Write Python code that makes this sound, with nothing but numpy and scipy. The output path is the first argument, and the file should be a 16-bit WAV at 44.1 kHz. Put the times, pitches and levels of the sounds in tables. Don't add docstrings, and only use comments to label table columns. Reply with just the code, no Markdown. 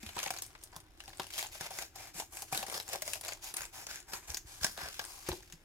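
import sys
import numpy as np
from scipy import signal
from scipy.fft import rfft, irfft
from scipy.io import wavfile
from scipy.ndimage import uniform_filter1d

SR = 44100
rng = np.random.default_rng(int(sys.argv[2]) if len(sys.argv) > 2 else 0)


def file_out(sig):
    cols = np.atleast_2d(sig).T
    lim = np.clip(cols, -1, 1)
    pcm = np.round(lim * 32767).astype(np.int16)
    wavfile.write(sys.argv[1], SR, pcm)


N = 248724

# frequency in Hz, relative level in dB.
HUSH_TONE = [(12, -14), (25, 17), (42, 3.5), (105, 1), (170, -15), (250, -14), (330, -3), (470, -18.5),
             (780, -36), (1300, -20), (3600, -25), (8000, -49), (16000, -64)]
# frequency in Hz, seconds to fade by 60 dB.
ECHO_FADE = [(200, 0.47), (1000, 0.11), (4000, 0.28), (10000, 0.23), (16000, 0.33)]
# frequency in Hz, likeness from 0 to 1.
STEREO_LIKENESS = [(100, 0.92), (600, 0.83), (1400, 0.48), (3000, 0.24), (7000, 0.67), (15000, 1)]
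# frequency in Hz, how much louder the left is in dB.
LEFT_LEAN = [(60, -2), (200, -0.5), (600, 3), (2400, 3), (4400, 1.5), (8000, 0.6), (14000, 7)]
# start in seconds, level in dB, pitch in Hz.
HAND_BUMPS = [(0.032, -42, 212), (0.064, -41.5, 78), (0.305, -63, 300), (0.763, -49, 147),
              (1.195, -40, 376), (1.607, -49, 150.1), (2.151, -48, 172), (2.18, -51, 326),
              (2.526, -39.5, 135), (2.555, -44, 323), (2.587, -46.5, 204), (2.681, -53, 385),
              (2.745, -54, 193), (4.295, -37, 66.4), (4.451, -43.5, 55.3), (4.615, -37.5, 72.6),
              (4.832, -40.5, 67.5), (5.305, -32, 70.6), (5.534, -46.5, 162)]
# start in seconds, relative level in dB.
SCISSOR_KNOCKS = [(5.288, -28.5), (5.328, -34)]
# pitch in Hz, relative level in dB, seconds to fade by 60 dB.
TABLE_NOTES = [(69.1, -31, 0.047), (172.3, -3, 0.041), (351, -4.5, 0.14), (370.4, -4, 0.14),
               (498, -14, 0.11), (892, -1, 0.041)]
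# frequency in Hz, relative level in dB.
FILM_TONE = [(100, 18), (250, -6.5), (450, -2.5), (650, 1), (1000, 1), (1300, -5), (2500, -1), (4500, -2),
             (8000, -3.5), (12000, -1), (15000, -7), (16000, -12)]
# pitch in Hz, width in Hz, boost in dB.
FILM_PEAKS = [(376, 28, 6.5), (780, 54, 5), (1580, 480, 5), (5840, 3800, 4), (6750, 240, 3.5)]
# start in seconds, levels of the lows, middle and highs
# in dB, pitch in Hz of the facet (a small flat patch of film) that rings.
SHARP_SNAPS = [(0.03, -56, -50.5, -53, 2280), (0.0638, -61.5, -46.5, -49, 3200),
               (0.0904, -52.5, -46, -53, 2950), (0.1658, -38, -47.5, -53, 920),
               (0.1817, -45.5, -41, -56, 1320), (0.191, -67, -41, -53, 3180),
               (.2302, -47.5, -40, -42, 2840), (0.2606, -38.5, -38.5, -49, 620),
               (0.278, -59, -42.5, -57, 2830), (0.3052, -38, -38, -36.5, 704),
               (0.3866, -60, -46, -44, 6760), (0.4207, -55, -48, -37.5, 8400), (0.551, -54, -52, -75, 2170),
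               (0.637, -66, -70, -45.5, 8950), (0.763, -49.5, -51, -46, 1000),
               (0.8018, -66, -60, -57, 9050), (1.0032, -59, -46.5, -54.5, 2960),
               (1.0784, -51, -50.5, -53, 807), (1.1319, -60, -52, -68, 603),
               (1.1967, -36.5, -37.5, -45, 1081), (1.2184, -69, -47.5, -55, 2820),
               (1.238, -72, -55.5, -65, 2890), (1.304, -80.5, -49, -51, 2320),
               (1.3368, -59, -45.5, -47.5, 3060), (1.3791, -47, -40.5, -37, 3247),
               (1.386, -57, -41, -41, 3470), (1.4443, -47.5, -46.5, -53, 820), (1.4598, -54, -49, -55, 850),
               (1.552, -51, -52, -55, 603), (1.6088, -43.5, -42, -41, 1670), (1.7061, -45, -50, -49, 785),
               (1.7869, -46.5, -40.5, -40.5, 2110), (1.8224, -50.5, -45, -44, 776),
               (1.9578, -52, -81, -48.5, 760), (2.1993, -42.5, -42, -39, 840),
               (2.221, -46.5, -57, -54, 900), (2.4204, -48, -47.5, -40.5, 746), (2.525, -36, -48, -40, 754),
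               (2.5486, -46, -40.5, -42, 790), (2.628, -40, -40, -45, 820), (2.682, -46.5, -51, -50, 584.6),
               (2.7412, -69, -42, -62, 4540), (2.7743, -50, -51, -49, 781), (2.7998, -50, -42, -50, 5340),
               (2.8853, -50.5, -66, -56, 764), (2.9311, -52, -42, -38.5, 503), (2.9496, -40, -58, -56, 578),
               (3.0199, -45.5, -40.5, -36, 624), (3.0776, -44, -41.5, -39, 628),
               (3.133, -60, -39, -37.5, 2540), (3.155, -48, -47, -48, 600),
               (3.2108, -55, -51, -43.5, 10220), (3.2815, -53, -43, -42, 7400),
               (3.3212, -49.5, -43, -51, 2340), (3.4421, -59, -64, -44.5, 6690),
               (3.5397, -51.5, -46, -39.5, 10200), (3.5672, -55, -44, -34, 9100),
               (3.867, -53, -45.5, -43.5, 6470), (4.1332, -45, -41.5, -41, 1360),
               (4.345, -53, -42, -36.5, 5200), (4.37, -59, -43, -37, 6600), (4.632, -55, -38, -36.5, 5300),
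               (4.6441, -35, -30, -27.5, 1640), (4.7778, -47, -56, -62, 790),
               (4.993, -41, -35.5, -42.5, 1640), (5.0138, -48, -53, -50, 1190),
               (5.2877, -38, -43.5, -38.5, 510), (5.3159, -45.5, -41, -55, 3900),
               (5.3279, -46.5, -60, -49, 472), (5.5236, -77, -51.5, -50, 6750)]
# start and length in seconds, hiss in dB, body (the lower sound) in dB
# above the hiss, pitch in Hz of the tightened panel of film, treble tilt in dB, grit from 0 to 1.
POUCH_RUSTLES = [(-0.002, 0.16, -53, -5, 2530, -2.5, 0.3), (0.145, 0.14, -43, -8.5, 1080, -7, 0.86),
                 (0.312, .075, -49, -6.5, 726, -6, 1), (0.422, .03, -47.5, -15, 720, -2.5, 0.5),
                 (0.467, 0.096, -63, -3, 694, -4.5, 0.67), (0.598, 0.066, -59, -6.5, 704, -3, 0.75),
                 (0.713, 0.07, -61, 3, 970, -5, 0.85), (0.968, 0.51, -60, -10, 700, -2.5, 0.63),
                 (1.2, 0.19, -59, -20, 712, -1, 1), (4.682, .08, -52, -3, 1580, 5, 0.23),
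                 (4.767, 0.12, -44.5, -0.5, 1580, -5, .4), (4.888, 0.11, -48.5, -14.5, 1580, -3.5, 0.43),
                 (4.996, 0.25, -50, -5, 1078, 2, .25), (5.252, 0.061, -44.5, -11, 1870, -6.5, 0),
                 (5.313, 0.072, -51, -12, 500, -2, 0.2), (5.381, 0.18, -63.5, -22, 514, -2, 0.5)]
# start and length in seconds, hiss in dB,
# body in dB above the hiss, panel pitch in Hz, treble tilt in dB.
BLADE_SLIDES = [(1.514, 0.072, -48.5, -9, 684, -1.5), (1.949, 0.14, -49, -5.5, 771, -4),
                (2.317, .12, -48, -2.5, 777, 2.5), (2.47, 0.037, -54.5, -11, 770, -3.5),
                (2.846, 0.063, -53.5, -7.5, 780, -2), (3.42, 0.0866, -45, -9.5, 840, -0.5),
                (3.728, 0.11, -48, -2.5, 825, 0.5), (4.076, 0.036, -52, 1.5, 897, 2),
                (4.22, 0.043, -56, -5.5, 945, -5), (4.462, 0.13, -51.5, -7, 814, -2)]
# start and length in seconds, hardest bite as a share of
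# the length, swell toward it in dB, hiss in dB, body in dB above the hiss, panel pitch in Hz,
# treble tilt in dB, grit from 0 to 1.
BLADE_CUTS = [(1.319, .13, 0.68, 8, -40, -13.5, 667, -3, 0.57),
              (1.598, .075, 1, 6.5, -43, -6, 674, -5, 0.2),
              (1.701, 0.15, 0.76, 6.5, -44, -5, 660, -0.5, 0.06),
              (2.138, 0.095, 0.61, 12, -39.5, -8.5, 736, -1, 0.13),
              (2.514, 0.12, .28, 8.5, -39, -1.5, 733, 0, 0.34),
              (2.664, 0.13, 0.84, 9, -39, -3.5, 502.4, -1, .7),
              (2.882, 0.11, 0.56, 15, -39, -4.5, 558, -2.5, 0.64),
              (3.047, 0.12, .45, 2.5, -44.5, -9.5, 612.6, 0.5, 0.51),
              (3.23, .1, 0.48, 2, -46, -6, 620, -3, 0.67), (3.557, 0.095, 0.5, 6, -45, 2, 2542, 2, 0.67),
              (3.883, .11, 0.18, 9, -43, -8, 1490, -4, 0.4),
              (4.115, 0.069, 0.45, 6.5, -43, -1, 940, 0, 0.34),
              (4.272, 0.073, 0.32, 6.5, -45.5, -4.5, 770, -1, 0.37),
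              (4.607, 0.083, 0.33, 6.5, -41, -7.5, 1580, -2.5, 0.3)]

CUTOFF_HZ = 16200
STEP_S = 0.001
ONSET = SR // 100


def amp(db):
    return 10 ** (np.asarray(db) / 20)


def unit(x):
    return x / np.sqrt(np.mean(x ** 2) + 1e-20)


def read(points, hz):
    f, value = np.transpose(points)
    return np.interp(np.log(hz + 1), np.log(f), value)


def follow(curve, t):
    return np.interp(t, np.arange(len(curve)) * STEP_S, curve)


def add(mix, s, sound):
    part = mix[:, max(round(s * SR), 0):][:, :sound.shape[-1]]
    part += sound[..., :part.shape[1]]


def band(x, low_hz, high_hz=SR / 2):
    edges_hz = [low_hz, min(high_hz, SR / 2 - 1)]
    return signal.sosfilt(signal.butter(3, edges_hz, "bandpass", fs=SR, output="sos"), x)


def stereo(sound, lag_s=0):
    hz = np.fft.rfftfreq(sound.shape[1], 1 / SR)
    spectra = rfft(sound)
    likeness = np.clip(read(STEREO_LIKENESS, hz), 0, 1)
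    shared = spectra[0] * np.exp(-2j * np.pi * hz * np.array([[lag_s], [0]]))
    return irfft(np.sqrt(likeness) * shared + np.sqrt(1 - likeness) * spectra[1:], sound.shape[1])


def room_hush(level_db=-59):
    tone = amp(read(HUSH_TONE, np.fft.rfftfreq(N, 1 / SR)))
    noise = irfft(rfft(rng.standard_normal((3, N))) * tone, N)
    return amp(level_db) * unit(stereo(noise))


def room_echo(x, first_echo_s=0.0049):
    hz, t, spectra = signal.stft(stereo(rng.standard_normal((3, SR // 2))), SR, nperseg=256)
    fade = amp(-60 * t / read(ECHO_FADE, hz)[:, None])
    tail = signal.istft(spectra * fade, SR, nperseg=256)[1]
    tail *= np.clip(np.arange(tail.shape[1]) / SR / first_echo_s - 1, 0, 1)
    return signal.fftconvolve(x, tail / np.linalg.norm(tail[0]), axes=1)[:, :N]


def bumps_and_knocks(bump_fade_s=0.089, bump_rise_s=0.00086, knock_trim_db=-4):
    out, t = np.zeros((2, N)), np.arange(SR // 3) / SR
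    for s, db, hz in HAND_BUMPS:
        noise = unit(band(rng.standard_normal((2, len(t))), hz / 2, hz * 2))
        thud = np.sin(2 * np.pi * hz * t) + 0.24 * noise
        add(out, s, thud * amp(db - 60 * t / bump_fade_s) * (1 - np.exp(-t / bump_rise_s)))
    ring = sum(amp(db - 60 * t / fade_s) * np.sin(2 * np.pi * hz * t) for hz, db, fade_s in TABLE_NOTES)
    for s, db in SCISSOR_KNOCKS:
        add(out, s, amp(db + knock_trim_db) * ring)
    return out


def film_response(size=2048):
    hz = abs(np.fft.fftfreq(size, 1 / SR))
    peaks_db = sum(boost / (1 + (2 * (hz - f) / width) ** 2) for f, width, boost in FILM_PEAKS)
    gain = amp(read(FILM_TONE, hz) + peaks_db)
    spectrum = np.exp(np.conj(signal.hilbert(np.log(gain))))
    return np.fft.ifft(spectrum).real[:size // 2]


def buckle(film, facet_hz, facet_gain, ring_s, spike, lag_s, linger=0.17, size=2048):
    t = np.arange(size) / SR
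    burst = rng.standard_normal((3, size)) * (np.exp(-t / ring_s) + linger * np.exp(-t / 0.02))
    burst /= np.linalg.norm(burst, axis=1, keepdims=True)
    click_at = min(int(rng.random() * ring_s * SR / 2), size - 1)
    burst[0, click_at] += spike * rng.choice([-1, 1])
    notes_hz = [hz for hz in (facet_hz, 3.36 * facet_hz) if hz < CUTOFF_HZ]
    burst += facet_gain * sum(signal.lfilter(*signal.iirpeak(hz, 8, fs=SR), burst) / 2 ** k
                              for k, hz in enumerate(notes_hz))
    together = rng.random() < 0.3
    return stereo(signal.fftconvolve(burst, film[None], axes=1), 0 if together else lag_s)


def stroke(start, length, attack_s, swell_db, bite=0.46, settle_s=0.021):
    since = np.arange(0, N / SR, STEP_S) - start
    rise = np.exp(np.minimum(since / attack_s - 1, 0))
    arch_db = np.interp(since / length, [0, np.clip(bite, 0.01, 0.99), 1], [-swell_db, 0, -swell_db])
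    settle = np.exp(-np.maximum(since - length, 0) / settle_s)
    return rise * amp(arch_db) * settle


def movements(slide_grit=0.19):
    rows = [(amp(db) * stroke(s, length, attack_s=0.0067, swell_db=swell, bite=bite), *texture)
            for s, length, bite, swell, db, *texture in BLADE_CUTS]
    rows += [(amp(db) * stroke(s, length, attack_s=0.0091, swell_db=3), *texture, slide_grit)
             for s, length, db, *texture in BLADE_SLIDES]
    rows += [(amp(db) * stroke(s, length, attack_s=0.019, swell_db=4.5), *texture)
             for s, length, db, *texture in POUCH_RUSTLES]
    gain, *texture = map(np.array, zip(*rows))
    return gain ** 2 + 1e-20, *texture


def crinkles(film, most_per_s=30):
    power, _, _, _, grit = movements()
    level = np.sqrt(power.sum(0))
    grittiness = grit @ power / power.sum(0)
    out = np.zeros((2, N))
    draws = rng.random((N // 220, 3))
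    gap_s = N / SR / len(draws)
    for k, (luck, softness, facet) in enumerate(draws):
        s = k * gap_s
        if luck < follow(grittiness, s) * most_per_s * gap_s:
            crease = buckle(film, facet_hz=700 * 14 ** facet, facet_gain=3.6, ring_s=0.0011,
                            spike=0.41, lag_s=0.00011)
            crease = band(crease, low_hz=400)
            crease /= np.sqrt(np.mean(crease[:, :ONSET] ** 2))
            add(out, s, follow(level, s) * amp(9 - 5 * softness) * crease)
    return out


def snaps(film, edges_hz=(200, 1300, 4500, SR / 2), high_trim_db=-0.26):
    out = np.zeros((2, N))
    for s, low_db, middle_db, high_db, hz in SHARP_SNAPS:
        snap = buckle(film, facet_hz=hz, facet_gain=2.13, ring_s=0.0053, spike=0.5,
                      lag_s=rng.normal(0.00013, 0.00004), linger=0.19)
        levels_db = [low_db, middle_db, high_db + high_trim_db]
        for low_hz, high_hz, db in zip(edges_hz, edges_hz[1:], levels_db):
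            part = band(snap, low_hz, high_hz)
            add(out, s, amp(db) * part / np.sqrt(np.mean(part[:, :ONSET] ** 2)))
    return out


def tightened_film(x, share, panel_hz, tilt_db, boost_db=5.5, width=0.21, bass_db_per_octave=4.5):
    hz, _, spectra = signal.stft(x, SR, nperseg=512)
    hz = hz[:, None]
    ring_db = boost_db / (1 + (2 * (hz / panel_hz - 1) / width) ** 2)
    bass_db = bass_db_per_octave * np.clip(np.log2((hz + 1) / np.minimum(panel_hz, 1150)), -2, 0)
    slope_db = tilt_db * np.clip(np.log((hz + 1) / 5500) / np.log(3), -0.7, 0.6)
    t = np.arange(spectra.shape[2]) * 256 / SR
    grip = np.array([follow(row, t) for row in share])
    folds = uniform_filter1d(rng.standard_normal(spectra.shape[1:]), size=5, axis=0)
    folds_db = unit(uniform_filter1d(folds, size=9, axis=1)) * hz / (hz + 1500)
    gain = amp((ring_db + bass_db + slope_db) @ grip + folds_db)
    return signal.istft(spectra * gain, SR, nperseg=512)[1][:, :N]


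def rasp(film, slips_per_s=2200, creases_per_s=14, creases=28, split_hz=1900, resting_db=-71):
    t = np.arange(N) / SR
    power, body_db, panel_hz, tilt_db, grit = movements()
    share = power / power.sum(0)
    grittiness = follow(np.clip(grit, 0, 1) @ share, t)
    clumps = unit(uniform_filter1d(rng.standard_normal(N), 220))
    size_db = grittiness * (6 * np.minimum(rng.exponential(1, N), 4) + 3 * clumps)
    slips = (rng.random(N) < slips_per_s / SR) * amp(size_db) * rng.choice([-1, 1], N)
    slips /= np.sqrt(abs(uniform_filter1d(slips ** 2, 1400)) + 1e-9)
    crease = (creases_per_s * t + 7 * rng.random(N)).astype(int) % creases
    grains = np.zeros((2, N))
    for k in range(creases):
        grain = buckle(film, facet_hz=2000 * 6 ** rng.random(), facet_gain=1.7, ring_s=0.0011,
                       spike=0.8, lag_s=rng.normal(0.00013, 0.00003))
        grains += signal.oaconvolve((slips * (crease == k))[None], unit(grain), axes=1)[:, :N]
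    grains = tightened_film(grains, share, panel_hz, tilt_db)
    resting = amp(resting_db) ** 2
    hiss = unit(band(grains, split_hz)) * np.sqrt(follow(power.sum(0) + resting, t))
    body = unit(band(grains, 163, split_hz)) * np.sqrt(follow(amp(body_db) ** 2 @ power + resting, t))
    return hiss + body


def scene(echo_db=-14):
    film = film_response()
    near = rasp(film) + snaps(film) + bumps_and_knocks() + crinkles(film)
    return near + amp(echo_db) * room_echo(near) + room_hush()


def record(dry):
    lean_db = read(LEFT_LEAN, np.fft.rfftfreq(N, 1 / SR))
    gains = amp(np.array([lean_db, -lean_db]) / 2)
    gains /= np.sqrt(np.mean(gains ** 2, axis=0))
    heard = band(irfft(rfft(dry) * gains, N), low_hz=34)
    treble_cut = signal.firwin(511, CUTOFF_HZ, window=("kaiser", 9), fs=SR)
    return signal.oaconvolve(heard, treble_cut[None], "same", axes=1)


dry = scene()
out = record(dry)
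file_out(out)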